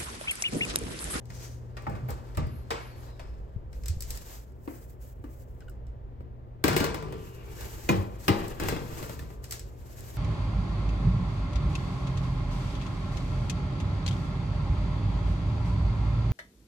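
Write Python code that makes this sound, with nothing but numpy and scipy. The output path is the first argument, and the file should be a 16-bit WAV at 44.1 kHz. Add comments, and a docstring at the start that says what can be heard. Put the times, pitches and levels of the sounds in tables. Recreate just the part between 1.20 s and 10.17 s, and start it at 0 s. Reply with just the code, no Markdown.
"""In a kitchen filled with fan noise and mains hum, fingers slide round the handle of an oven door.
Springs knock, the seal pops free and the hinge rubs and whines as the door swings open.
Sleeves swish close by, feet shuffle aside, and a baking pan is lifted with hollow knocks and a rustle
of paper. The pan clatters onto the wire rack, its sheet metal flexing and ringing between the oven's
steel walls; it scrapes along the wires, bumps the rack twice and is pushed home."""
import sys
import numpy as np
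from scipy import signal
from scipy.fft import rfft, irfft, next_fast_len
from scipy.io import wavfile

SR = 44100
rng = np.random.default_rng(int(sys.argv[2]) if len(sys.argv) > 2 else 0)


def store_pcm(level_fs):
    """Save levels as 16-bit WAV."""
    pcm = np.round(np.clip(level_fs, -1, 1) * 32767).astype(np.int16)
    wavfile.write(sys.argv[1], SR, np.atleast_2d(pcm).T)


N = 395577
TIME = np.arange(N) / SR
OCTAVES_HZ = 50 * 2. ** np.arange(9)

# Envelopes of the fan noise and the mains hum: (time [s], level [dB])
FAN_LEVEL = [(0, -40.5), (2.9, -41.5), (3.2, -43), (4.2, -42.5), (4.4, -41.5), (5.4, -42.5), (8.97, -40)]
HUM_LEVEL = [(0, -41), (.7, -39.5), (1.9, -44), (2.2, -52), (3.2, -51.5), (4.2, -48), (5.2, -44.5),
             (8.97, -47)]
# Partials of the hum: (frequency [Hz], relative level [dB])
HUM_PARTIALS = [(120, 1.5), (240, -19.5), (361, -20), (480, -33)]

# Noise spectra: (frequency [Hz], relative spectral density [dB])
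FAN_SPECTRUM = [(15, -29), (25, -26.5), (49, 8), (123, -8), (180, -16), (217, -15.5), (326, -19),
                (363, -14.5), (463, -17), (641, -20.5), (1230, -32.5), (7920, -63.5), (10400, -64.5),
                (12000, -63), (15000, -57), (16000, -77)]
GRIP_SPECTRUM = [(300, -4), (800, 1), (1600, -2.5), (3500, -7), (5200, -2), (6400, 1.5), (7500, -7.5),
                 (9000, -5), (12000, -10), (16000, -17)]
HINGE_SPECTRUM = [(200, -3.5), (500, 1.5), (1000, -0.5), (2000, -12), (3400, -18), (4500, -19),
                  (8000, -22.5), (15000, -31.5)]
SLEEVE_SPECTRUM = [(200, -2), (600, 13), (1500, 6), (3500, 2.5), (7000, 6), (9000, 2.5), (12500, 6),
                   (16000, -3)]
FLOOR_SPECTRUM = [(20, -10), (35, -7), (58, 2.5), (85, -12.5), (140, -15), (300, -37.5), (1000, -85),
                  (16000, -120)]
PAPER_SPECTRUM = [(200, -3), (1500, 3), (3500, -2.5), (7000, 4), (9000, 4.5), (12500, 6), (15000, 5),
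                  (16000, 7.5)]
SLIDE_SPECTRUM = [(80, 22), (200, 13.5), (430, 0), (700, 8), (1200, 2), (2500, -4), (5000, -13),
                  (14000, -64.5)]
# Resonances excited by friction: (frequency [Hz], bandwidth [Hz], gain [dB])
HINGE_RESONANCES = [(4700, 1000, 2.8), (11400, 690, 8.2)]
SLEEVE_RESONANCES = [(6370, 140, 0.46), (8350, 230, 1.1)]
SLIDE_RESONANCES = [(336, 50, 14.5), (402, 40, 15.5), (490, 30, 7), (1150, 120, 5.5), (1650, 200, 1),
                    (2620, 1100, 4)]
# Rubbing strokes: (peak time [s], relative level [dB], rise [s], fall [s])
GRIP_STROKES = [(.12, -71, 0.018, 0.066), (.225, -45.5, 0.096, 0.12)]
HINGE_STROKES = [(.77, -52, 0.3, 0.12), (.895, -39.5, .012, 0.079), (1.08, -51.5, 0.27, 0.17),
                 (1.42, -55, .2, 0.6), (1.86, -53, .2, 0.36)]
SLEEVE_STROKES = [(1.86, -61.5, 0.14, 0.038), (2.56, -63.5, 0.034, 0.19), (2.92, -49, 0.12, 0.11),
                  (3.12, -48, 0.11, 0.1), (6.07, -60.5, 0.2, 0.61), (6.41, -48, 0.1, 0.36),
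                  (6.76, -50.5, 0.13, 0.081), (7.06, -51, 0.085, 0.58), (7.48, -42, 0.04, 0.055),
                  (7.84, -46.5, 0.24, 0.16), (8.11, -57.5, 0.015, 0.056), (8.245, -53, .015, 0.03),
                  (8.33, -47.5, 0.039, 0.084), (8.96, -52.5, 0.4, .1)]
FOOT_STROKES = [(2.1, -37, 0.063, 0.15), (2.9, -35, 0.96, 0.19), (4.7, -41, 0.45, 0.94)]
PAPER_STROKES = [(3.555, -49.5, 0.11, .035), (3.632, -52, 0.03, 0.038), (3.715, -56, 0.04, 0.039),
                 (3.83, -47, 0.021, 0.073), (4.15, -58.5, 0.095, 0.22)]
PAN_PUSHES = [(5.95, -48.5, 0.14, 0.59), (6.42, -43.5, 0.44, 1), (7.24, -33.5, 0.1, 0.14),
              (7.43, -28.5, 0.032, 0.16), (7.82, -39, 0.28, 0.06), (8.33, -54.5, 0.082, 0.21),
              (8.93, -49, 0.32, 0.31)]
# Narrow friction bands of the hinge, and of the pan's rim on the wires:
# (time [s], duration [s], level [dB], start frequency [Hz], end frequency [Hz], bandwidth [Hz])
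HINGE_WHINES = [(1.24, 0.069, -63, 4700, 4850, 150), (1.27, 0.18, -62, 11400, 11400, 450),
                (1.3, 0.27, -72, 4260, 4150, 70), (1.57, 0.18, -63, 11400, 11300, 600),
                (1.65, 0.15, -64, 4450, 4400, 120), (1.75, 0.094, -63.5, 11400, 11300, 700),
                (1.79, 0.22, -66, 4120, 3850, 330), (1.75, 0.48, -71.5, 4920, 5250, 200)]
RIM_SCRAPES = [(5.8, .35, -60.5, 3200, 2740, 600), (6.02, .4, -61, 2800, 2350, 450),
               (6.36, 0.12, -52, 1650, 1720, 220), (7.40, 0.15, -47, 1600, 1575, 160),
               (7.815, .04, -51, 1730, 1600, 500), (7.88, .05, -55, 1520, 1400, 700)]

# Snaps of fingers, sleeves and paper: (time [s], force [dB], tilt [dB/octave])
SNAPS = [(0.055, -16, -2.5), (0.102, 5.5, -8), (.621, -28.5, 2), (0.696, -26, 2), (0.905, -20, 4.5),
         (1.171, -22.5, 5), (1.269, -38, 5), (2.529, -5, -5.5), (2.635, -4.5, -4.5), (2.658, -0.5, -1.5),
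         (2.682, -3, 1.5), (2.806, -11, 3), (2.822, -10, 3), (2.905, -6.5, 3), (2.973, -6, 0),
         (3.32, -40.5, 2.5), (4.405, -6.5, -7), (4.482, -28, -1), (4.496, -43, 7), (4.667, -15, -5.5),
         (5.007, -16.5, -14.5), (7.28, -19, 3.5), (8.241, -4, -1), (8.309, -3, 1.5), (8.322, 6, -1),
         (8.394, -7, 0), (8.806, -16, 1)]
# Impacts: (time [s], force [dB], bass gain [dB], tilt [dB/octave])
DOOR_KNOCKS = [(.568, -11.5, -57, 1.5), (.751, -21.5, 21.5, 1.5), (.886, -13, 0.5, -4),
               (1.148, -25.5, 6, 4.5), (1.172, -5, 23, 0.5), (1.505, 1, -2.5, 2.23), (1.510, -6.5, -19, -5),
               (1.994, -16.5, -18.5, 2.4)]
SEAL_POPS = [(.667, 1, -13.5, -3)]
LIFT_KNOCKS = [(3.476, 1, -8, -1.3), (4.040, -9, 9, 1), (4.517, -22, 4, 0), (5.008, -19, -3, 0.41)]
PAN_CLANKS = [(5.440, 0, -0.5, 0), (5.480, -2, -5, -0.1), (5.508, -15, 7, -2.2), (5.530, -11.5, -7, -0.7),
              (5.564, -2.5, -16, 0.4), (5.576, -15, -8, 2), (5.603, -6.5, 4, -0.6), (5.642, -8, 1, 0.4),
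              (5.744, -14.5, -5, -0.3), (5.825, -21.5, 1.5, -2), (5.884, -26, -5.5, -5),
              (5.924, -22.5, 7, -1), (6.354, -38, -9.5, -5), (6.408, -24, -14, 0.3),
              (7.399, -12.5, -7, 0.5), (7.435, -20.5, 24, 1.7), (7.485, -9, -3, 1), (7.492, -22, -2, -4),
              (7.524, -16.5, -12.5, -6.5), (7.563, -17, -1, -1.5), (7.827, -18.5, 1, -0.5),
              (7.895, -20.5, -1, -0.5), (7.992, -26.5, 16, 1.5), (8.025, -36, 5, -2.5),
              (8.103, -30, -5, -3)]
RACK_BUMPS = [(6.690, -1.9, 2, 0.203), (7.081, 0.38, 0.42, 0.92)]
# Dense response of each struck body, by band: (frequency [Hz], relative level [dB], tail T60 [s])
SNAP_BANDS = [(100, -55, 0.19), (400, -81, 0.35), (1600, -56, 0.23), (3120, -55.5, 0.33),
              (6830, -44.5, 0.28), (12940, -45.5, 0.087)]
DOOR_BANDS = [(51.6, -53, 0.88), (101, -40.5, 0.44), (200, -45, 0.97), (403, -37, 0.4), (800, -34.5, 0.57),
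              (1590, -39, 0.66), (3200, -46, 0.68), (6350, -51, 0.53), (12900, -60.5, 0.19)]
SEAL_BANDS = [(49, -62, .3), (104, -34.5, 1), (200, -43.5, 1), (400, -44.5, 1), (795, -44, 0.76),
              (1580, -44.5, 0.71), (3200, -56.5, .3), (6400, -60, 0.82), (12800, -57.5, 0.44)]
LIFT_BANDS = [(100, -80, .3), (200, -47, 0.14), (400, -49, 1), (800, -48.5, 0.48), (1630, -53, 0.61),
              (3200, -64, 0.27), (6400, -70.5, .2), (12900, -61, .2)]
PAN_BANDS = [(51, -50, .3), (99, -31, 0.98), (200, -31.5, 0.77), (400, -29, 0.32), (797, -29.5, 0.73),
             (1600, -30, 0.46), (3200, -34, 0.51), (6400, -36, 0.43), (12700, -32.5, 0.16)]
RACK_BANDS = [(52, -48, 0.43), (106, -36, 0.65), (200, -31, 0.65), (400, -31, 1), (757, -28, 0.65),
              (1600, -32, 0.47), (3200, -34, 0.39), (6400, -45.5, 0.33), (12700, -38, 0.13)]
# Its strongest normal modes: (frequency [Hz], relative level [dB], T60 [s])
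SNAP_MODES = [(5140, -40.5, 0.062), (7780, -39, 0.041), (8350, -39.5, 0.033), (13150, -46, 0.034)]
DOOR_MODES = [(193, -46, .45), (456, -30.5, 0.25), (549, -48, 0.5), (800, -35, 0.39), (622, -37, 0.6),
              (911, -33, 0.15), (1160, -35, 0.38), (1190, -58, 0.3), (1880, -36, 0.1), (2616, -52, 0.24),
              (3520, -48.5, 0.32), (3790, -43, .1), (5070, -47, 0.083)]
SEAL_MODES = [(200, -37, 0.79), (800, -32, 0.19), (890, -30, 0.12), (1305, -31, 0.086),
              (1860, -19.5, 0.025)]
LIFT_MODES = [(246, -36.5, 0.32), (292, -29, 0.16), (330, -35.5, 0.34), (937, -56, 0.19), (2000, -59, .25)]
PAN_MODES = [(155, -37.5, 1.6), (197.7, -32.5, 0.4), (284, -36.5, 0.82), (305.5, -22, 0.13),
             (352, -40.5, 1.4), (386, -42.5, 2.65), (440, -37.5, 2.2), (459, -28.5, 0.49), (489, -37, 1.15),
             (620, -47, .7), (664, -47, .9), (734, -49, .6), (1008, -42.5, 1.4), (1180, -45.5, 1.9),
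             (1280, -54, 1), (1475, -47.5, 0.6), (1583, -40, 0.5), (2308, -51, .6)]
RACK_MODES = [(98.4, -25.5, 0.76), (196, -19.5, 0.49), (326, -20.5, 0.39), (373, -25, 0.53),
              (456, -24.5, 0.37), (510, -29, 0.35), (813, -30.5, 0.57), (1010, -26.5, 0.14),
              (1035, -33, 0.53), (2024, -33.5, 0.23), (2100, -29, 0.1), (2430, -22.5, 0.058),
              (2850, -26.5, .06), (3150, -42.5, .4), (3620, -38, 0.1), (4059, -47, 0.23),
              (6080, -37, 0.075), (6740, -36.5, .09)]

# Thuds of feet and of the swinging door: (time [s], level [dB], frequency [Hz], twice the rise time [s])
THUDS = [(0.735, -27, 94, 0.017), (0.826, -27, 126, 0.031), (0.894, -28, 71.3, 0.047),
         (1.181, -35, 71.5, 0.21), (1.232, -21.5, 74, 0.029), (1.241, -31, 124.7, 0.044),
         (2.362, -17, 97, 0.0074), (2.695, -19, 79.5, 0.023), (2.768, -19.5, 64.5, 0.0069),
         (3.994, -33.5, 101, 0.01), (8.009, -31.5, 72.5, 0.019)]
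# Squeaks of fingers and wires on the pan: (time [s], level [dB], frequency [Hz])
PAN_SQUEAKS = [(4.403, -56, 1650), (4.416, -50.5, 1540), (4.478, -45, 1480), (4.492, -54, 1510),
               (7.99, -44.5, 1860)]
# Flexing of the sheet: (time [s], level [dB], start frequency [Hz], end frequency [Hz], rise [s])
PAN_FLEXES = [(5.44, -13, 510, 275, 0.0055), (5.480, -15.5, 594, 353, 0.0031),
              (5.505, -13.5, 200, 100, 0.0043), (5.564, -16.5, 584, 332, 0.004),
              (5.602, -21.5, 410, 164, 0.009), (5.64, -18, 600, 400, .004),
              (6.693, -14.5, 478, 83.4, 0.0134), (6.777, -19, 130, 89, 0.015),
              (7.084, -13, 478, 263, 0.0064), (7.101, -13, 200, 88, 0.0062)]

# Likeness of the two microphone ports: (frequency [Hz], coherence [0-1])
PORT_COHERENCE = [(60, 0.97), (130, 0.66), (350, 0.9), (550, 1), (900, 0.27), (1300, 1), (2000, 0.35),
                  (3000, 0.65), (3900, 0.096), (5000, 0.07), (6000, 0.12), (8000, 0.94), (12000, 1),
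                  (16000, 0.56)]
# Left port relative to right: (frequency [Hz], level [dB]) and (frequency [Hz], phase lead [rad])
PORT_BALANCE = [(50, -1), (130, -0.5), (220, 0), (400, 1.5), (900, 1.5), (1300, 1), (3200, 1), (5500, 5),
                (9000, 0), (15000, -1)]
PORT_PHASE = [(40, .1), (100, 0.53), (220, 0.99), (350, 0.99), (520, 0.97), (700, 2.33), (1000, 4.12),
              (1500, 4.54), (2300, 7.6), (3500, 7), (4100, 24), (5000, 13), (6400, 20.4), (7200, 18.9),
              (8000, 17.94), (9500, 15.75), (11500, 14.67), (13000, 9.2), (16000, 12)]
# The microphone's treble notch: (frequency [Hz], gain [dB])
MIC_NOTCH = [(8300, -2.5), (9100, -0.5), (9700, -6), (10300, -20), (10900, 1.5), (11500, -0.5)]


def amp(db):
    """Decibels as an amplitude ratio."""
    return 10 ** (np.asarray(db) / 20)


def unit_rms(x):
    """Normalisation to unit power."""
    return x / np.sqrt(np.mean(x ** 2) + 1e-20)


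def read(points, hz, column=1):
    """Interpolation of a table column over log frequency."""
    table = np.transpose(points)
    return np.interp(np.log(hz + 1), np.log(table[0] + 1), table[column])


def envelope(curve):
    """Gain over time, interpolated in decibels."""
    return amp(np.interp(TIME, *np.transpose(curve), left=-120, right=-120))


def add(mix, s, sound):
    """Superposition of a sound starting at s seconds."""
    part = mix[:, max(round(s * SR), 0):][:, :sound.shape[-1]]
    part += sound[..., :part.shape[1]]


def coloured(x, spectrum, resonances=()):
    """Linear filtering by a spectrum with resonance peaks standing on it."""
    size = next_fast_len(N + 4096)
    hz = np.fft.rfftfreq(size, 1 / SR)
    peaks_db = sum(db / (1 + (2 * (hz - f) / width) ** 2) for f, width, db in resonances)
    return irfft(rfft(x, size) * amp(read(spectrum, hz) + peaks_db), size)[:, :N]


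def drift(rate_hz):
    """Slow random modulation of about unit size."""
    knots = np.arange(0, 10, 1 / rate_hz)
    return np.interp(TIME, knots, rng.standard_normal(4096)[:len(knots)])


def octave_noise(size=65536):
    """Noise split into octave bands of unit power, indexed by band, channel and sample."""
    octave = np.log2(np.fft.rfftfreq(size, 1 / SR) / OCTAVES_HZ[0] + 1e-6)
    offset = np.clip(octave, -1, len(OCTAVES_HZ) - 1) - np.arange(len(OCTAVES_HZ))[:, None]
    shares = np.cos(np.pi / 2 * np.clip(offset, -1, 1))
    noise = rfft(rng.standard_normal((2, size), dtype=np.float32))
    return np.array([unit_rms(irfft(noise * share)) for share in np.float32(shares)])


def struck(blows, bands, modes, crack_t60, tail_db, rise_cycles, modes_db=0, detune=0, rattle_hz=0):
    """Impact excitation: each blow gives a crack, a dense tail of panels and room, and damped modes."""
    t, noise, out = np.arange(SR) / SR, octave_noise(), np.zeros((2, N))
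    hz = OCTAVES_HZ[:, None]
    crack = amp(-60 * t / (crack_t60 * (1000 / hz) ** 0.06))  # the treble dies first
    tail = amp(tail_db - 60 * t / read(bands, hz, column=2))
    shape = np.hypot(crack, tail) * (1 - np.exp(-t * hz / rise_cycles))  # the bass builds up later
    onset_rms = np.sqrt(np.mean(shape[:, :SR // 25] ** 2, 1, keepdims=True))
    shape *= amp(read(bands, hz)) / onset_rms
    touches = np.arange(0, 1, .012)
    for s, force_db, bass_db, tilt_db in blows:
        def strength(f):
            return amp(force_db + bass_db / (1 + (f / 230) ** 3) + tilt_db * np.log2(f / 1000))
        start = int(rng.random() * (noise.shape[-1] - SR))
        sound = np.einsum("bt,bct->ct", shape * strength(hz), noise[..., start:start + SR])
        for f, db, t60 in modes:
            age = t[:int(t60 * SR)]
            # the higher a mode, the more it matters where the blow lands
            spot_db = np.clip(f / 400, 1, 4) * rng.uniform(-1.48, 1)
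            ring = amp(db + modes_db + spot_db - 60 * age / t60) * (1 - np.exp(-age * f / rise_cycles))
            pitch = f * (1 + detune * rng.uniform(-0.95, 1))
            jitter = rattle_hz * np.interp(age, touches, rng.standard_normal(len(touches)))
            cycles = np.cumsum(pitch + jitter) / SR + rng.random((2, 1))
            sound[:, :len(age)] += strength(f) * ring * np.sin(2 * np.pi * cycles)
        add(out, s, sound)
    return out


def strokes(rows, drop_db=11.5, roundness=1.3):
    """Incoherent strokes add in power; each is drop_db down one rise before and one fall after its peak."""
    t = np.linspace(0, TIME[-1], 4096)
    s, db, rise, fall = np.transpose(rows)[:, :, None]
    from_peak = np.maximum((s - t) / rise, (t - s) / fall)
    gains = amp(db - drop_db * from_peak ** roundness)
    return np.interp(TIME, t, np.linalg.norm(gains, axis=0))


def friction(spectrum, resonances, slips_per_s, slip_db, flutter_db, flutter_hz):
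    """Friction noise: tiny slips of uneven size over a fine hiss, under fluttering contact pressure."""
    sizes = amp(3.5 * np.minimum(rng.exponential(1, N), 3.5))
    slipping = rng.random(N) < slips_per_s / SR
    slips = unit_rms(sizes * slipping * rng.choice([-1., 1.], (2, N)))
    drive = rng.standard_normal((2, N), dtype=np.float32) + amp(slip_db) * slips
    return unit_rms(coloured(drive, spectrum, resonances)) * amp(flutter_db * drift(flutter_hz))


def fan_and_hum():
    """A continuous spectrum from fan and room lies under the wavering line spectrum of the mains."""
    air = unit_rms(coloured(rng.standard_normal((2, N)), FAN_SPECTRUM))
    clock = TIME + 0.00092 * drift(3)
    hum = sum(amp(db) * np.exp(2j * np.pi * (hz * clock + rng.random())) for hz, db in HUM_PARTIALS)
    return envelope(FAN_LEVEL) * air + envelope(HUM_LEVEL) * unit_rms(np.array([hum.real, -hum.imag]))


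def snaps():
    """Small impulses from fingers, sleeves and paper excite high, heavily damped modes."""
    blows = [(s, force_db, 0, tilt_db) for s, force_db, tilt_db in SNAPS]
    ticks = struck(blows, SNAP_BANDS, SNAP_MODES, crack_t60=0.022, tail_db=-14, rise_cycles=4.1)
    return signal.sosfilt(signal.butter(2, 500, "high", fs=SR, output="sos"), ticks)


def handle_grip():
    """Sliding friction of fingers round the ribbed handle."""
    rub = friction(GRIP_SPECTRUM, [], 1000, slip_db=-7.5, flutter_db=2.5, flutter_hz=59.3)
    return strokes(GRIP_STROKES) * rub


def door_knocks():
    """Knocks of the springs set the door into free vibration."""
    return struck(DOOR_KNOCKS, DOOR_BANDS, DOOR_MODES,
                  crack_t60=0.096, tail_db=-10, rise_cycles=1.8, modes_db=-1)


def oven_cavity(x, from_hz=900, echo_db=-9, t60=.04, shift_s=.4):
    """Comb filtering: quick echoes off the steel walls colour the treble, shifting as things move."""
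    t, hop, out = np.arange(2048) / SR, round(shift_s * SR), np.zeros((2, N))
    no_bass = signal.butter(2, from_hz, "high", fs=SR, output="sos")
    fade = signal.get_window("hann", 2 * hop)
    for start in range(0, N, hop):
        echoes = signal.sosfilt(no_bass, rng.standard_normal(len(t)) * amp(-60 * t / t60) * (t > .001))
        response = (amp(echo_db) * echoes / np.linalg.norm(echoes) + (t == 0)) / np.hypot(1, amp(echo_db))
        part = x[:, start:start + 2 * hop]
        add(out, start / SR, signal.fftconvolve(part * fade[:part.shape[1]], response[None], axes=1))
    return out


def seal_pop():
    """The sudden release of the seal acts as an impulse."""
    return struck(SEAL_POPS, SEAL_BANDS, SEAL_MODES, crack_t60=0.091, tail_db=-5.5, rise_cycles=1.3)


def hinge_rub():
    """Friction drives the hinge's resonances at each stage of the swing."""
    rub = friction(HINGE_SPECTRUM, HINGE_RESONANCES, 300, slip_db=-28, flutter_db=2, flutter_hz=45.75)
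    return strokes(HINGE_STROKES) * rub


def thuds():
    """Damped oscillation of the floor: a few cycles of bass swell and die."""
    t, out = np.arange(SR // 2) / SR, np.zeros((2, N))
    for s, db, hz, length in THUDS:
        age = 2 * t / length
        cycles = hz * t + np.array([[0], [rng.random()]])
        add(out, s, amp(db) * age * np.exp(1 - age) * np.sin(2 * np.pi * cycles))
    return out


def hinge_chirp(start_s=.885, db=-41, hz=13500, width_hz=2600, t60=.11):
    """A very high resonance squeaks once and decays exponentially as the hinge starts to turn."""
    age = np.maximum(TIME - start_s, 0)
    band = coloured(rng.standard_normal((2, N)), [(20, 0), (20000, 0)], [(hz, width_hz, 40)])
    return amp(db - 60 * age / t60) * (1 - np.exp(-age / 0.0013)) * unit_rms(band)


def metal_whines(rows):
    """Friction-excited vibration: rubbed metal sings in a narrow band that swells, glides and fades."""
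    out = np.zeros((2, N))
    for s, length, db, first_hz, last_hz, width_hz in rows:
        noise = rng.standard_normal((2, SR)) + 1j * rng.standard_normal((2, SR))
        size = int(length * SR)
        waver = signal.sosfilt(signal.butter(2, width_hz / 2, fs=SR, output="sos"), noise[:, :size])
        carrier = np.exp(2j * np.pi * np.cumsum(np.linspace(first_hz, last_hz, size)) / SR)
        add(out, s, amp(db) * np.sqrt(np.hanning(size)) * unit_rms((waver * carrier).real))
    return out


def sleeves():
    """Friction of cloth swishes with each move of the arms."""
    rub = friction(SLEEVE_SPECTRUM, SLEEVE_RESONANCES, 900, slip_db=-26, flutter_db=3, flutter_hz=45.7)
    return amp(3) * strokes(SLEEVE_STROKES) * rub


def shuffles():
    """Structure-borne noise: the floor rumbles under shifting feet."""
    return strokes(FOOT_STROKES) * unit_rms(coloured(rng.standard_normal((2, N)), FLOOR_SPECTRUM))


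def pan_lift():
    """Damped low modes knock hollowly as the pan is lifted."""
    return struck(LIFT_KNOCKS, LIFT_BANDS, LIFT_MODES, crack_t60=0.062, tail_db=-10, rise_cycles=0.42)


def baking_paper():
    """Friction of slipping paper gives a bright, grainy rustle."""
    rub = friction(PAPER_SPECTRUM, [], 900, slip_db=-12, flutter_db=3.5, flutter_hz=61.6)
    return strokes(PAPER_STROKES) * rub


def pan_squeaks(length_s=0.015, sag=0.068, roughness=0.052, overtone_db=-10):
    """Stick-slip motion gives brief, unsteady tones that sag in pitch."""
    t, out = np.arange(0, length_s, 1 / SR), np.zeros((2, N))
    for s, db, hz in PAN_SQUEAKS:
        phase = 2 * np.pi * (hz * t * (1 - sag * t / length_s / 2) + rng.random())
        phase += roughness * np.cumsum(rng.standard_normal(len(t)))
        tone = np.sin(phase) + amp(overtone_db) * np.sin(2 * phase)
        add(out, s, amp(db) * np.hanning(len(t)) * tone)
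    return out


def pan_clatter():
    """Loose contact with the wires detunes and jitters the pan's modes at each impact."""
    return struck(PAN_CLANKS, PAN_BANDS, PAN_MODES, crack_t60=0.036, tail_db=-10,
                  rise_cycles=0.41, modes_db=2.5, detune=.008, rattle_hz=9)


def pan_flexes(glide=0.73):
    """Dispersion: after a hard blow the fast bending waves arrive first, so the thump falls in pitch."""
    t, out = np.arange(SR // 4) / SR, np.zeros((2, N))
    for s, db, first_hz, last_hz, rise in PAN_FLEXES:
        age = t / rise
        hz = last_hz + (first_hz - last_hz) * np.exp(-age / glide)
        thump = amp(db) * age * np.exp(1 - age) * np.sin(2 * np.pi * np.cumsum(hz) / SR)
        add(out[:1], s, thump)  # direct sound only
    return out


def pan_slide():
    """Sliding friction along the wires drives the pan's resonances while its rim scrapes."""
    rub = friction(SLIDE_SPECTRUM, SLIDE_RESONANCES, 350, slip_db=-7.5, flutter_db=2.5, flutter_hz=47.7)
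    return strokes(PAN_PUSHES) * rub + metal_whines(RIM_SCRAPES)


def rack_bumps():
    """Two impacts of the pan excite the modes of the rack, loose in its runners."""
    return struck(RACK_BUMPS, RACK_BANDS, RACK_MODES, crack_t60=0.054, tail_db=-9.5,
                  rise_cycles=0.38, modes_db=2, detune=.008, rattle_hz=9)


def mic_ports(x):
    """Partial coherence: both ports share the first channel of x; the second is the diffuse field."""
    size = next_fast_len(N + 4096)
    hz = np.fft.rfftfreq(size, 1 / SR)
    shared, diffuse = rfft(x, size)
    coherence, lean = read(PORT_COHERENCE, hz), amp(read(PORT_BALANCE, hz) / 2)
    lag = np.exp(-1j * read(PORT_PHASE, hz))
    right = coherence * lag * shared + np.sqrt(1 - coherence ** 2) * diffuse
    return irfft(np.array([shared * lean, right / lean]), size)[:, :N]


def scene(pan_left_db=1.5):
    """Superposition of all sources; a level difference places the pan a little to the left."""
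    impacts = seal_pop() + door_knocks()
    door = hinge_rub() + oven_cavity(impacts) + metal_whines(HINGE_WHINES) + hinge_chirp()
    person = handle_grip() + sleeves() + baking_paper() + snaps() + thuds() + shuffles()
    around = mic_ports(door + person + fan_and_hum()) + pan_squeaks()
    pan = pan_lift() + pan_clatter() + pan_flexes() + rack_bumps() + pan_slide()
    return around + mic_ports(oven_cavity(pan)) * amp([[pan_left_db / 2], [-pan_left_db / 2]])


def record(dry, cutoff_hz=15950):
    """The microphone's frequency response: a treble notch, then a band limit."""
    lowpass = signal.firwin(255, cutoff_hz, window=("kaiser", 9), fs=SR)
    return signal.oaconvolve(coloured(dry, MIC_NOTCH), lowpass[None], "same")


dry = scene()
out = record(dry)
store_pcm(out)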